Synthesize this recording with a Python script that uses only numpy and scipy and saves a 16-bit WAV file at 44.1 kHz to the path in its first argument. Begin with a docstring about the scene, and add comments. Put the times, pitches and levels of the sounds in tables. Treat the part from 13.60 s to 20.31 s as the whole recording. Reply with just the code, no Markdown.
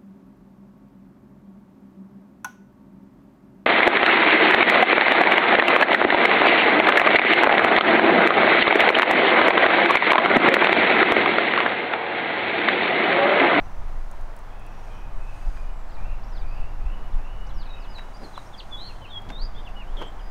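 """Wind rumbles on the microphone over a distant wash and hum, all made from filtered noise and sines.
Far birds give thin notes and a repeated rising whistle, made from slightly shaky sine waves.
Grit snaps and soles tap and scuff the asphalt: short noise bursts, dying sines and grainy noise.
A nearer bird joins with sliding, falling and chipped sine notes, then a buzzy one.
The quiet residential street throws the birds' songs back as echoes and a tail."""
import sys
import numpy as np
from scipy import signal
from scipy.fft import rfft, irfft, next_fast_len
from scipy.io import wavfile
from scipy.ndimage import uniform_filter1d

SR = 44100
rng = np.random.default_rng(int(sys.argv[2]) if len(sys.argv) > 2 else 0)


def unload_wav(signal):
    """Save mono or channel-first audio to the path in sys.argv[1] as 16-bit WAV at rate SR, clipped to [-1, 1]."""
    wavfile.write(
        sys.argv[1],
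        SR,
        np.round(np.clip(np.atleast_2d(signal).T, -1, 1) * 32767).astype(np.int16),
    )


N = 295734
TIME = np.arange(N) / SR  # seconds


def amp(db):
    """Turns decibels into a multiplier."""
    return 10 ** (np.asarray(db) / 20)


def unit(x):
    """Scales a sound to an average strength (rms) of 1."""
    return x / np.sqrt(np.mean(x ** 2) + 1e-20)


def add(mix, s, sound):
    """Mixes a sound in at time s, cutting off whatever runs past the end."""
    part = mix[max(round(s * SR), 0):][:len(sound)]
    part += sound[:len(part)]


def level(curve):
    """Multiplier over the whole scene, drawn through rows of (time [s], level [dB])."""
    return amp(np.interp(TIME, *np.transpose(curve)))


def noise(colour, size=N):
    """Noise of rms 1 whose spectrum passes through rows of (frequency [Hz], level [dB])."""
    hz, db = np.transpose(colour)
    padded = next_fast_len(size)
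    f = np.fft.rfftfreq(padded, 1 / SR)
    gain = amp(np.interp(np.log(f + 1), np.log(hz + 1), db))
    spectrum = rfft(rng.standard_normal(padded)) * gain
    return unit(irfft(spectrum, padded)[:size])


def drift(rate_hz, size=N):
    """Random wandering of rms about 0.8: straight lines between random points, two per cycle."""
    knots = rng.standard_normal(size=512)
    return np.interp(np.arange(size) / SR * rate_hz * 2, np.arange(len(knots)), knots)


def tone(hz, gain, waver, flutter_db, overtone_db=-42):
    """A bird's whistle: a near sine, slightly unsteady in pitch (waver) and strength (flutter)."""
    size = len(hz)
    phase = 2 * np.pi * np.cumsum(hz * (1 + waver * drift(177.4, size))) / SR
    fade = signal.windows.tukey(size, min(0.0027 * SR / size, 1))  # soft ends
    flutter = amp(flutter_db * drift(58.8, size))
    wave = np.sin(phase) + amp(overtone_db) * np.sin(2 * phase)
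    return gain * fade * flutter * wave * np.sqrt(2)


def eddies(colour, steadiness=1.0):
    """Low turbulence, evened out so that the gusts set its strength."""
    flow = noise(colour)
    power = abs(signal.hilbert(flow)) ** 2 / 2
    local = np.sqrt(uniform_filter1d(power, size=2500) + 1e-9)
    return flow / local ** steadiness


# strength of the breeze, before gusts and trims: (time [s], level [dB])
WIND = [(0.0, -35), (0.13, -36.5), (0.45, -34), (0.8, -40), (1.62, -37.5), (1.81, -36.5), (2.02, -31.5),
        (2.52, -37.5), (2.73, -35), (2.95, -34), (3.4, -33), (4.35, -36), (5.49, -46), (5.86, -34),
        (6.42, -41.5), (6.71, -35.5)]
# gusts, and one lull, that ride on the breeze: (middle [s], half-width [s], lift [dB])
GUSTS = [(.07, 0.014, 3), (.24, 0.072, 6.5), (.39, 0.045, 5.5), (.64, 0.055, 6.5), (1.58, 0.093, 8),
         (1.878, 0.023, 12.5), (2.49, 0.1, 12.5), (2.84, 0.097, 6), (3.02, 0.056, 6.5), (3.26, 0.065, 9),
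         (3.56, 0.037, 12.5), (3.952, .08, 5), (4.7, 0.37, -4), (5.3, 0.19, 5), (5.83, 0.023, 8),
         (6.35, 0.078, 10.5)]
# tone colour of the slow push of the wind: (frequency [Hz], level [dB])
WIND_COLOUR = [(5, 5), (12, -15.5), (20, 7.5), (30, -1.5), (42, -15.5), (60, -30), (110, -66), (500, -101),
               (4000, -130)]
# tone colour of the quicker buffeting: (frequency [Hz], level [dB])
BUFFET_COLOUR = [(20, -16), (45, 1.5), (62, 5.5), (90, -8), (140, -10.5), (250, -32), (600, -67),
                 (4000, -100)]
BUFFET_FOLLOWS = .9  # dB of buffeting for each dB of wind


def wind(push_db=6, buffet_db=-17):
    """Large eddies push on the microphone and smaller ones buffet it; both follow breeze and gusts."""
    lift_db = sum(db * np.exp(-((TIME - s) / width) ** 2) for s, width, db in GUSTS)
    strength = level(WIND) * amp(lift_db)
    push = amp(push_db) * strength * eddies(WIND_COLOUR)
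    buffet = amp(buffet_db) * strength ** BUFFET_FOLLOWS * eddies(BUFFET_COLOUR)
    return push + buffet


WASH_DB = -47  # distant surf and traffic, typical level
# tone colour of that wash: (frequency [Hz], level [dB])
WASH_COLOUR = [(150, -17), (300, -9), (450, -10.5), (620, -6), (800, -4), (1050, -6.5), (1400, -11),
               (2000, -17), (3100, -25.5), (4500, -30), (6300, -33), (8000, -38), (11000, -40.5),
               (15500, -43)]
# low drone of distant engines, before its trim: (time [s], level [dB])
DRONE = [(0.0, -47.5), (0.88, -56.5), (1.17, -50.5), (2.37, -55.5), (2.59, -49), (5.06, -52.5),
         (5.66, -47.5), (6.71, -52)]
# tone colour of the drone: (frequency [Hz], level [dB])
DRONE_COLOUR = [(50, -1.5), (100, 3.5), (150, -6), (200, -3), (280, -13), (420, -14), (800, -19.5),
                (4000, -84)]
# a far machine hum: (typical pitch [Hz], typical peak level [dB], half faded in [s], half faded out [s])
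HUM = [(106.3, -51.5, 0.78, 3.7), (117.2, -60.5, 4.5, 8.4), (198, -65, .9, 7.7)]
# spells of a faint high sizzle: (start [s], length [s], typical level [dB])
SIZZLES = [(0, 0.81, -73), (1.123, 0.36, -65), (1.47, .7, -66.5), (4.2, 0.41, -67), (4.47, 0.67, -63),
           (4.96, 0.53, -64.5), (6.05, .75, -83)]
# tone colour of the sizzle: (frequency [Hz], level [dB])
SIZZLE_COLOUR = [(5200, -3), (6200, 0), (6750, 1.5), (7400, -7), (8200, -3.5), (8850, -1), (9400, -7),
                 (10000, -7), (11000, -22), (12200, -15), (13000, -7), (14300, -24)]
SIZZLE_RISE_S, SIZZLE_FALL_S = 0.19, 0.19


def background(drone_db=2):
    """Filtered noise makes the wash, drone and sizzle; sines of wandering pitch make the hum."""
    out = amp(WASH_DB + 0.44 * drift(5.4)) * noise(WASH_COLOUR)
    out += amp(drone_db) * level(DRONE) * noise(DRONE_COLOUR)
    for hz, db, start, end in HUM:
        present = np.clip(np.minimum(TIME - start, end - TIME) / .5 + .5, 0, 1)
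        strength = present * amp(db + 3.3 * drift(4))
        wandering_hz = hz * (1 + 0.02855 * drift(7))
        out += strength * np.sin(2 * np.pi * np.cumsum(wandering_hz) / SR)
    spells = np.zeros(N)
    for s, length, db in SIZZLES:
        rise = (TIME - s) / SIZZLE_RISE_S
        fall_away = (s + length - TIME) / SIZZLE_FALL_S
        spells += amp(db) * np.clip(np.minimum(rise, fall_away), 0, 1)
    return out + amp(1.8 * drift(6)) * spells * noise(SIZZLE_COLOUR)


# the far bird's rising whistles, levels before the street: (start [s], level [dB], length [s],
# starting pitch [Hz], pitch aimed for [Hz], held note level [dB], held note length [s])
WHISTLES = [(0.918, -60, 0.24, 2575, 2606, -76, 0.22), (1.274, -56.5, 0.17, 2400, 2610, -77, .12),
            (1.593, -56.5, 0.19, 2590, 2597, -72, 0.26), (1.924, -59.5, 0.17, 2350, 2490, -65, 0.088),
            (2.366, -55.5, .2, 2343, 2973, -74, .15), (2.815, -56.5, 0.28, 2430, 2925, -70, 0.16),
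            (3.201, -56.5, .15, 2520, 2910, -64, 0.14), (3.577, -59, 0.13, 2530, 2766, -57, 0.18),
            (4.057, -53, 0.17, 2465, 2800, -61, 0.19)]
# shape of a whistle: (share of its length [0-1], share of the way to the pitch aimed for [0-1],
# level added [dB])
WHISTLE_SHAPE = [(0, 0, 1), (.25, .15, -4.5), (0.501, .5, 3), (.7, 0.52, -4), (1, 0.69, -10)]
# thin notes from far gardens, levels before the street:
# (start [s], length [s], pitch [Hz], level [dB], roughness [times rough_waver])
THIN_NOTES = [(0.01, 0.044, 5960, -66.5, 0.22), (0.824, 0.25, 3320, -73, 0.8),
              (1.055, .35, 5740, -74.5, 0.9), (1.292, 0.11, 3100, -66, 1.25),
              (1.796, 0.2, 4900, -71.5, 0.3), (2.12, 0.19, 7530, -76, 0.7), (2.857, 0.14, 4780, -68, 1.1),
              (3.9, 0.1, 2930, -61.5, 0.37), (4.41, 0.05, 2920, -60, 0.25), (5.186, 0.067, 3130, -59, 0.25),
              (5.96, 0.066, 4820, -71, 0.6), (6.593, 0.1, 4870, -67.5, 0.4)]
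HELD_HZ, HELD_AFTER_S, HELD_FADE_DB = 2914, .1, -3  # the thin held note that joins each whistle
WHISTLE_ROUGH, HELD_ROUGH = 0.81, .27  # times rough_waver


def far_birds(rough_waver=0.0363):
    """Rising whistles with a held note, and thin notes: sines that jitter in pitch by their roughness."""
    out = np.zeros(N)
    share, rise, shape_db = np.transpose(WHISTLE_SHAPE)
    for s, db, length, start_hz, aim_hz, held_db, held_s in WHISTLES:
        u = np.linspace(0, 1, int(length * SR))
        hz = start_hz + (aim_hz - start_hz) * np.interp(u, share, rise)
        gain = amp(db + np.interp(u, share, shape_db))
        add(out, s, tone(hz, gain, waver=WHISTLE_ROUGH * rough_waver, flutter_db=4.0))
        held = amp(held_db + np.linspace(0, HELD_FADE_DB, int(held_s * SR)))
        held_hz = np.full(len(held), HELD_HZ)
        add(out, s + HELD_AFTER_S, tone(held_hz, held, waver=HELD_ROUGH * rough_waver, flutter_db=6.5))
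    for s, length, hz, db, rough in THIN_NOTES:
        steady_hz = np.full(int(length * SR), hz)
        add(out, s, tone(steady_hz, amp(db), waver=rough * rough_waver, flutter_db=4.0))
    return out


# tone colour of a snapping grain of grit: (frequency [Hz], level [dB])
GRIT_COLOUR = [(2000, -35), (4200, -5), (6000, 2), (9000, 7.5), (12000, -3), (16000, 2)]


def snap(db, decay=0.0022):
    """A grain of grit cracks: a short bright burst with the given peak, dying over decay seconds."""
    burst = noise(GRIT_COLOUR, size=512) * np.exp(-TIME[:512] / decay)
    return amp(db) * burst / abs(burst).max()


def tap(hz, cycles=0.99):
    """A sole meets the road: a dead knock that swells and dies in about three cycles."""
    turns = hz * TIME[:1500]
    swell = turns / cycles * np.exp(1 - turns / cycles)
    return swell * np.exp(-(turns / 3.5) ** 2) * np.sin(2 * np.pi * turns)


# shoes on asphalt: (time [s], tap level [dB], tap pitch [Hz],
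# scuff level before its swell [dB], scuff length [s], scuff pitch [Hz])
STEPS = [(1.973, -32.5, 1500, -53, 0.029, 1620), (4.387, -34, 980, -43, 0.02, 1750),
         (4.394, -29, 1750, -65, 0.041, 1900), (4.636, -39, 720, -40.5, 0.094, 298),
         (4.778, -21, 1070, -43, 0.03, 1090), (5.693, -36, 3800, -50.5, .012, 3780),
         (5.7032, -29.5, 1670, -36, 0.0098, 1500), (5.709, -35, 870, -38.5, 0.072, 313),
         (6.093, -49, 1900, -57, 0.033, 2160), (6.4157, -23, 970, -37, 0.12, 426),
         (6.423, -37, 416, -36, 0.033, 950)]
# grit snapping under the soles: (time [s], peak before its trim [dB])
GRIT = [(.513, -41), (.611, -51), (.765, -43), (.790, -46), (.996, -51), (1.065, -46), (1.19, -54),
        (5.619, -49)]


def footsteps(grain_db=3, sharp_db=-25, grit_db=1):
    """Each contact is a tap and a faint snap inside a grainy scuff; other grains of grit snap alone."""
    out = np.zeros(N)
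    half = .2  # seconds of scuff on each side of its peak
    t = np.arange(-half, half, 1 / SR)
    for s, tap_db, tap_hz, scuff_db, length, scuff_hz in STEPS:
        add(out, s, amp(tap_db) * tap(tap_hz))
        add(out, s, snap(tap_db + sharp_db))
        rub_colour = [(scuff_hz / 6, -14), (scuff_hz / 2, -2), (scuff_hz * 0.91, 0),
                      (scuff_hz * 2.74, -13), (16000, -50)]
        rub = noise(rub_colour, len(t))
        grainy = unit(rub * amp(grain_db * drift(298, len(t))))
        swell = np.exp(-3 * abs(t) / length)
        add(out, s - half, amp(scuff_db) * swell * grainy)
    for s, db in GRIT:
        add(out, s, snap(db + grit_db))
    return out


ATTACK_SHARE, RELEASE_SHARE = .2, 0.17  # of a slur's length


def slur(length, turn, slide_s, first_hz, last_hz, first_db, last_db):
    """Pitch and gain of a slur: both follow one S-shaped slide from the first note to the last."""
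    u = np.linspace(0, 1, int(length * SR))
    bend = np.tanh((u - turn) * length / slide_s)
    slide = (bend - bend[0]) / (bend[-1] - bend[0])
    envelope = np.minimum(1, np.minimum(u / ATTACK_SHARE, (1 - u) / RELEASE_SHARE))
    hz = first_hz + (last_hz - first_hz) * slide
    return hz, envelope * amp(first_db + (last_db - first_db) * slide)


KNEE_SHARE, KNEE_DROP = 0.77, 0.57  # the plunge starts at this share of length, this share of drop done
FALL_START_DB, FALL_END_DB = -12, 0.5  # level at the ends, against the knee


def fall(length, top_hz, bottom_hz, db):
    """Pitch and gain of a falling whistle: it swells as it sinks, then plunges at the knee."""
    u = np.linspace(0, 1, int(length * SR))
    knee = [0, KNEE_SHARE, 1]
    hz = top_hz + (bottom_hz - top_hz) * np.interp(u, knee, [0, KNEE_DROP, 1])
    return hz, amp(db + np.interp(u, knee, [FALL_START_DB, 0, FALL_END_DB]))


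# Levels in the near bird's tables are before the street.
# falling whistles: (start [s], length [s], top pitch [Hz], bottom pitch [Hz], level at the knee [dB])
FALLS = [(2.282, 0.041, 4800, 3040, -61), (2.285, 0.08, 5700, 3530, -62), (2.693, 0.093, 6000, 3000, -55.5),
         (2.757, .048, 5180, 4500, -58), (3.936, .102, 6000, 2980, -54.5),
         (4.008, 0.072, 5050, 3544, -57.5), (4.191, 0.068, 5440, 3080, -56)]
# short straight chips: (start [s], length [s], starting pitch [Hz], final pitch [Hz], level [dB])
CHIPS = [(2.634, 0.015, 4320, 6000, -59), (2.675, .015, 4920, 6300, -63), (2.812, 0.0195, 3850, 3450, -56),
         (3.522, 0.019, 4100, 3200, -61), (3.865, .012, 4370, 6260, -54), (3.894, 0.022, 4180, 3150, -54.5),
         (4.385, 0.017, 2640, 2780, -53), (4.566, 0.0081, 4730, 6060, -56), (4.617, .017, 4220, 4020, -58),
         (4.858, 0.0203, 5100, 5850, -61), (5.287, 0.034, 2920, 2590, -51.5),
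         (5.473, 0.05, 3040, 3250, -53.5), (5.818, 0.038, 4740, 5050, -51), (6.27, 0.067, 2950, 3480, -61),
         (6.473, 0.013, 7700, 7600, -59.5), (6.591, 0.022, 3410, 2850, -54.5)]
# slurs from one note to another: (start [s], length [s], middle of the slide [share of length],
# slide time [s], first pitch [Hz], last pitch [Hz], first level [dB], last level [dB])
SLURS = [(4.088, .075, .02, 0.01, 4360, 3790, -52, -48), (4.277, 0.14, 0.5, 0.014, 4980, 3860, -57, -46),
         (4.535, .042, 0.32, 0.013, 4680, 4830, -59, -54), (4.591, 0.08, .63, .009, 4920, 4080, -60, -47.5),
         (4.728, 0.042, 0.69, 0.012, 4020, 3250, -56, -45.5),
         (4.762, 0.041, 0.73, .02, 4070, 3680, -46, -54), (4.926, .029, 0.47, .015, 3770, 3220, -59, -40),
         (4.974, 0.037, 0.82, 0.014, 4900, 2420, -46.5, -36),
         (5.096, 0.07, 0.23, 0.03, 3600, 3380, -63, -30.5),
         (5.167, 0.13, 0.27, 0.035, 3400, 4190, -48, -41),
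         (5.165, 0.13, 0.39, 0.033, 3750, 4464, -44, -45.5),
         (5.409, 0.063, 0.75, 0.013, 3070, 2420, -50.5, -46),
         (5.485, 0.11, 0.19, 0.039, 3880, 3280, -55, -33.5),
         (5.706, 0.17, .55, 0.0263, 3595, 4770, -43, -43.5),
         (5.942, 0.06, 0.27, 0.029, 3220, 3660, -50, -52),
         (5.983, 0.026, 0.62, 0.0089, 3120, 3730, -45.5, -51),
         (6.046, 0.041, 0.58, 0.012, 3550, 2570, -52.5, -41),
         (6.15, 0.096, 0.75, 0.014, 2920, 2180, -44, -53)]
BUZZ_START_S, BUZZ_S, BUZZ_DB = 6.368, 0.12, -41.5  # the buzzy note
BUZZ_HZ, BUZZ_SCOOP_HZ, BUZZ_SETTLE_S = 3180, 217, 0.0163  # starts sharp and settles
BUZZ_FADE_DB_PER_S = 57


def near_bird(buzz_hz=170, buzz_depth=0.05):
    """Sliding sines make slurs, falls and soft chips; one note buzzes as its pitch shakes fast."""
    out = np.zeros(N)
    for s, *syllable in SLURS:
        add(out, s, tone(*slur(*syllable), waver=0.0037, flutter_db=2.0))
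    for s, *syllable in FALLS:
        add(out, s, tone(*fall(*syllable), waver=0.01, flutter_db=3.5))
    for s, length, from_hz, to_hz, db in CHIPS:
        hz = np.linspace(from_hz, to_hz, int(length * SR))
        add(out, s, tone(hz, amp(db), waver=0.018, flutter_db=2.5))
    t = TIME[:int(BUZZ_S * SR)]
    hz = BUZZ_HZ + BUZZ_SCOOP_HZ * np.exp(-t / BUZZ_SETTLE_S)
    shake = 1 + buzz_depth * np.sin(2 * np.pi * buzz_hz * t)
    gain = amp(BUZZ_DB - BUZZ_FADE_DB_PER_S * t)
    add(out, BUZZ_START_S, tone(hz * shake, gain, waver=0.021, flutter_db=-1.5))
    return out


def scatter(t60):
    """Sparse reflections of unit energy that build up, then die away by 60 dB in t60 seconds."""
    t = TIME[:SR]
    sparse = rng.standard_normal(SR) * (rng.random(SR) < 2000 / SR)  # about 2000 a second
    taps = sparse * amp(-60 * t / t60) * (1 - np.exp(-t / 0.017))
    return taps / np.linalg.norm(taps)


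# echoes from the road and nearby walls: (delay [s], level against the direct sound [dB])
ECHOES = [(.004, -16.5), (.009, -11.5), (.017, -24)]


def street(x, direct_db, foliage_db, tail_db, t60):
    """The direct sound, a quick blur from foliage, single echoes and the street's thin tail."""
    response = amp(foliage_db) * scatter(t60=0.12) + amp(tail_db) * scatter(t60)
    response[0] += amp(direct_db)
    for delay, db in ECHOES:
        add(response, delay, amp([db + direct_db]))
    return signal.fftconvolve(x, response)[:N]


def scene():
    """Everything at the walker's microphone."""
    air = wind() + background()
    steps = footsteps()
    near = street(near_bird(), direct_db=-2.5, foliage_db=-10, tail_db=-20.0, t60=1.0)
    far = street(far_birds(), direct_db=-4.5, foliage_db=-6.5, tail_db=-3.5, t60=0.85)
    return (air + steps + near + far)[None]


EDGE_HZ = 15750


def record(dry):
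    """The recorder's band limit: a filter removes what lies above EDGE_HZ."""
    low_pass = signal.firwin(511, EDGE_HZ, window=("kaiser", 9), fs=SR)
    return signal.oaconvolve(dry, low_pass[None], "same")


dry = scene()
out = record(dry)
unload_wav(out)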